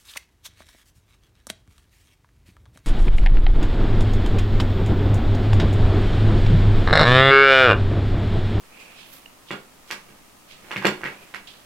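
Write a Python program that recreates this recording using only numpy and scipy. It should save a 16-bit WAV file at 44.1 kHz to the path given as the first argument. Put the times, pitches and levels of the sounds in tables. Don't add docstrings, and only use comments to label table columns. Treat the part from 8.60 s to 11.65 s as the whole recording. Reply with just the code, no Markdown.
import sys
import numpy as np
from scipy import signal
from scipy.fft import rfft, irfft, next_fast_len
from scipy.io import wavfile

SR = 44100
rng = np.random.default_rng(int(sys.argv[2]) if len(sys.argv) > 2 else 0)


def generate_wav(sig):
    pcm = np.round(np.clip(np.atleast_2d(sig).T, -1, 1) * 32767).astype(np.int16)
    wavfile.write(sys.argv[1], SR, pcm)


N = 134505

# frequency in Hz, gain in dB.
CRACK_TONE = [(50, -4), (100, -17.5), (220, 6), (380, 14.5), (560, 2), (1000, 6), (1500, 9), (2500, 9),
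              (3500, 0), (5200, -2.5), (6400, -8), (8500, -12.5), (13500, -15.5), (16000, -35)]
# frequency in Hz, likeness (1 means the same).
ROOM_STEREO = [(150, 0.97), (400, 0.93), (700, 0.28), (1200, 0.44), (3000, 0.039), (12000, .02)]


def amp(db):
    return 10 ** (np.asarray(db) / 20)


def unit(x):
    return x / np.sqrt(np.mean(x ** 2))


def pan(db):
    return amp(np.array([[db], [-db]]) / 2)


def fade(t, t60):
    return np.exp(-np.log(1000) * t / t60)


def lookup(points, hz):
    freqs, values = np.array(points, float).T
    return np.interp(np.log(np.maximum(hz, 1)), np.log(freqs), values)


def colour(x, points):
    n = 2 * next_fast_len(x.shape[-1])
    gains = amp(lookup(points, np.fft.rfftfreq(n, 1 / SR)))
    cepstrum = irfft(np.log(gains))
    cepstrum[1:n // 2] *= 2
    cepstrum[n // 2 + 1:] = 0
    return irfft(rfft(x, n) * np.exp(rfft(cepstrum)))[..., :x.shape[-1]]


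def stereo_noise(n, likeness):
    alike = np.clip(lookup(likeness, np.fft.rfftfreq(n, 1 / SR)), -1, 1)
    mid, side = rfft(rng.standard_normal((2, n)))
    return irfft(mid * np.sqrt((1 + alike) / 2) + np.array([[1], [-1]]) * side * np.sqrt((1 - alike) / 2), n)


def add(out, x, start_s):
    i = max(int(start_s * SR), 0)
    n = min(x.shape[-1], out.shape[-1] - i)
    out[..., i:i + n] += x[..., :n]


def place(x, pan_db, split_hz=660):
    bass = signal.sosfilt(signal.butter(1, split_hz, fs=SR, output="sos"), x)
    return bass + (x - bass) * pan(pan_db)


def room_tone(t, air_db=-52, hum_db=-70.5, hum_hz=50):
    # frequency in Hz, gain in dB.
    air_tone = [(15, 5), (25, -19.5), (91, -8.5), (126, -7.5), (156, -5), (274, -3), (359, -7),
                (523, -11.5), (970, -9.5), (1300, -8.5), (1410, -17), (9300, -19), (15500, -24)]
    # frequency in Hz, likeness from 0 to 1.
    air_stereo = [(60, 1), (300, 0.28), (1000, 0.15), (3000, 0.067), (12000, 0.26)]
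    air = unit(colour(stereo_noise(N, air_stereo), air_tone))
    hum = np.sqrt(2) * np.sin(2 * np.pi * hum_hz * t)
    return amp(air_db) * air * pan(0.5) + amp(hum_db) * hum


def room_tail(t, build_s=0.014):
    # frequency in Hz, fade time in seconds.
    fade_times = [(100, 0.2), (260, 0.34), (700, 0.34), (1800, 0.25), (5000, 0.25), (14000, 0.22)]
    # frequency in Hz, pan in dB.
    lean = [(200, -0.5), (500, 1), (1000, -5.5), (2000, -2.5), (4000, -5), (10000, -1.5)]
    spectrum = rfft(stereo_noise(len(t), ROOM_STEREO))
    octave = np.log2(np.clip(np.fft.rfftfreq(len(t), 1 / SR), 125, 16000))
    build = 1 - np.exp(-(t / build_s) ** 2)
    tail = 0
    for hz in 125 * 2 ** np.arange(8):
        band = irfft(spectrum * np.maximum(1 - abs(octave - np.log2(hz)), 0), len(t))
        dying = unit(band * build * fade(t, lookup(fade_times, hz)))
        tail = tail + dying * band.std() * pan(lookup(lean, hz))
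    return tail / np.sqrt(len(t))


def grain(depth_db=2, rate_hz=349):
    steps = rng.standard_normal(N)
    flicker = np.interp(np.arange(N) / SR * rate_hz, np.arange(N), steps)
    return unit(amp(depth_db * flicker))


def rustle(t):
    # time in seconds, level in dB.
    levels = [(0, -57), (.22, -51), (.55, -53.5), (.8, -57.5), (1.15, -57.5), (1.52, -55), (1.8, -59),
              (2.0, -54), (2.1, -47), (2.62, -50), (2.8, -54), (3.05, -55)]
    # frequency in Hz, gain in dB.
    cloth_tone = [(60, -3), (200, -9), (600, 2.5), (1050, -2), (1800, -1), (2700, -2), (4500, -11),
                  (15000, -19.5)]
    cloth = unit(colour(stereo_noise(N, ROOM_STEREO), cloth_tone))
    level_db = np.interp(t, *np.array(levels).T)
    return cloth * grain() * amp(level_db) * pan(-3)


def squeak(length_s=0.1, pitch_hz=11300, level_db=-64):
    out, t = np.zeros((2, N)), np.arange(int(length_s * SR)) / SR
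    tone = np.sin(2 * np.pi * pitch_hz * t) * signal.windows.tukey(len(t))
    add(out, amp(level_db) * tone, start_s=2.56)
    return out * grain()


def swishes(t):
    # time of the peak, rise and fall (all in seconds), level in dB,
    # centre and width of the band in Hz, pan in dB.
    strokes = [(.225, 0.096, 0.15, -47.5, 2510, 252, -5.5), (.208, .012, 0.055, -52, 4170, 3500, -8),
               (.405, 0.05, 0.087, -47, 3070, 1050, -8.5), (.538, 0.013, 0.039, -46.5, 2400, 3000, -5.5),
               (.536, 0.01, 0.012, -46, 13000, 2500, -5), (.55, 0.082, 0.068, -51, 12300, 3880, -5),
               (0.897, 0.023, 0.06, -46.5, 3240, 900, -6.5), (1.298, 0.023, 0.06, -46.5, 2350, 2500, -3),
               (1.927, 0.038, 0.047, -47, 2960, 1350, -6.5), (2.64, 0.2, 0.031, -54, 2490, 199, -5),
               (2.873, .002, 0.063, -42, 3240, 1020, -6.5)]
    out, hz = 0, np.fft.rfftfreq(2 * SR, 1 / SR) + 1
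    for peak, rise, fall, db, centre_hz, width_hz, pan_db in strokes:
        resonance = 1 / (1 + 1j * (hz ** 2 - centre_hz ** 2) / (hz * width_hz * 2)) ** 2
        loop = irfft(rfft(stereo_noise(2 * SR, ROOM_STEREO)) * resonance)
        rub = np.take(loop, np.arange(N), axis=1, mode="wrap")
        swell = np.exp(-np.where(t < peak, ((peak - t) / rise) ** 2, (t - peak) / fall))
        out = out + amp(db) * pan(pan_db) * unit(rub) * swell
    return out * grain()


def comb_tick(pitch_hz=2830, rise_s=0.0015, level_db=-36):
    out, t = np.zeros((2, N)), np.arange(SR // 2) / SR
    grit = unit(colour(rng.standard_normal(len(t)), CRACK_TONE))
    tooth = np.sin(2 * np.pi * pitch_hz * t) + amp(-12.5) * grit
    ping = amp(level_db) * tooth * t / rise_s * np.exp(1 - t / rise_s)
    echo = signal.fftconvolve(ping[None], room_tail(t), axes=1)[:, :len(t)]
    add(out, pan(-8.5) * ping + amp(-10) * echo, start_s=0.6587)
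    return out


def ring(modes, t):
    return sum(amp(db) * unit(np.sin(2 * np.pi * hz * t) * fade(t, t60)) for hz, db, t60 in modes)


def roughen(x, t, split_hz=1066):
    low = signal.sosfilt(signal.butter(1, split_hz, fs=SR, output="sos"), x)
    high = x - low
    grit = unit(rng.standard_normal(len(t)) * fade(t, t60=0.019)) / np.sqrt(len(t))
    return low + amp(-6) * high + amp(-2) * signal.fftconvolve(high, grit)[:len(t)]


def knocks(dull_above_hz=2830, thin_below_hz=109):
    # start in seconds, then in dB the gains of the thump, thud, body, clack and edge,
    # the gain of the direct path, the gain of the barrel's ring, and the pan.
    blows = [(0.9072, -1, -1, -5, -6.5, -11, 2, 1.5, -1.5),
             (1.3054, -11.5, -10.5, -6.5, -4, 1, -0.5, -25, -2),
             (1.485, -15.5, -21.5, -34, -30, -29, -0.5, -20, -4),
             (2.043, -29, -19, -41, -24, -47, 3, -20, -8),
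             (2.109, -13, -8, -4.5, -4, -10.5, -0.5, -5.5, -2), (2.1613, 3, -5.5, -13.5, 0, -8, 6, -13, 1),
             (2.219, -12, -19, -4.5, -12, -12, 1, -20, 0), (2.2368, -27, -21, -17, -24, -21, 3, -18, -20),
             (2.2475, 5, 8, 0.5, 1, -3, 4, -3.5, -12), (2.253, 4.5, 5, 2.5, -3, -2.5, 6.5, -1.5, 17),
             (2.2634, -5, -6.5, -5, 1, -0.5, 4, 0, -10.5),
             (2.4102, -12.5, -19, -16, -22, -25, 4.5, -17, -8),
             (2.4350, -4.5, -6.5, -7.5, -2.5, -13, 3, -31, -4),
             (2.4573, -12.5, -11, -12, -4, -13, 6.5, -25, 1),
             (2.485, -21, -15, -15.5, -15, -22, 6, -20, -2),
             (2.7401, -15.5, -20, -12.5, -7, -11, 3, -25, -7.5)]
    bands_hz = [170, 380, 850, 2100, 5500]
    # pitch in Hz, gain in dB, fade time in seconds.
    plastic_tones = [(146, -21.5, 0.3), (200.5, -10.5, 0.24), (332, -22, 0.081), (396, -36.5, 0.15),
                     (600, -16, 0.057), (896, -23, 0.15), (1180, -11.5, 0.0096), (1665, -11.5, 0.025),
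                     (1960, -12.5, 0.03), (2260, -13, 0.02), (2690, -18.5, 0.023)]
    # pitch in Hz, gain in dB, fade time in seconds.
    barrel_tones = [(1436, -7.5, 0.14), (2820, -10, 0.046), (3393, -15, 0.062), (3490, -14, 0.039),
                    (4330, -14, 0.033), (7316, -19, 0.045)]
    # delay in seconds, gain in dB, extra pan in dB.
    wall_echoes = [(.0059, 1.5, -8), (0.0147, -7, 12), (.018, -14.5, -25), (.0218, -6, 3),
                   (0.0261, -9.5, -9)]
    out, t = np.zeros((2, N)), np.arange(SR // 2) / SR
    crack = colour(unit(signal.unit_impulse(len(t))), CRACK_TONE)
    plastic = crack + ring(plastic_tones, t)
    barrel = ring(barrel_tones, t)
    blocked_path = signal.butter(2, dull_above_hz, fs=SR, output="sos")
    bass_cut = signal.butter(3, thin_below_hz, "high", fs=SR, output="sos")
    for start, *bands_db, direct_db, barrel_db, pan_db in blows:
        shake = signal.sosfilt(bass_cut, plastic + amp(barrel_db) * barrel)
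        hit = colour(shake, list(zip(bands_hz, bands_db))) * amp(-4) / np.sqrt(len(t))
        direct = signal.sosfilt(blocked_path, roughen(hit, t))
        add(out, amp(direct_db) * place(direct, pan_db), start)
        for delay, echo_db, echo_pan_db in wall_echoes:
            add(out, amp(echo_db) * place(roughen(hit, t), pan_db + echo_pan_db), start + delay)
        add(out, amp(5) * signal.fftconvolve(hit[None], room_tail(t), axes=1), start)
    return out


def scene():
    t = np.arange(N) / SR
    return knocks() + comb_tick() + swishes(t) + squeak() + rustle(t) + room_tone(t)


def record(dry, top_hz=15850):
    return signal.sosfilt(signal.ellip(10, .2, 80, top_hz, fs=SR, output="sos"), dry)


dry = scene()
out = record(dry)
generate_wav(out)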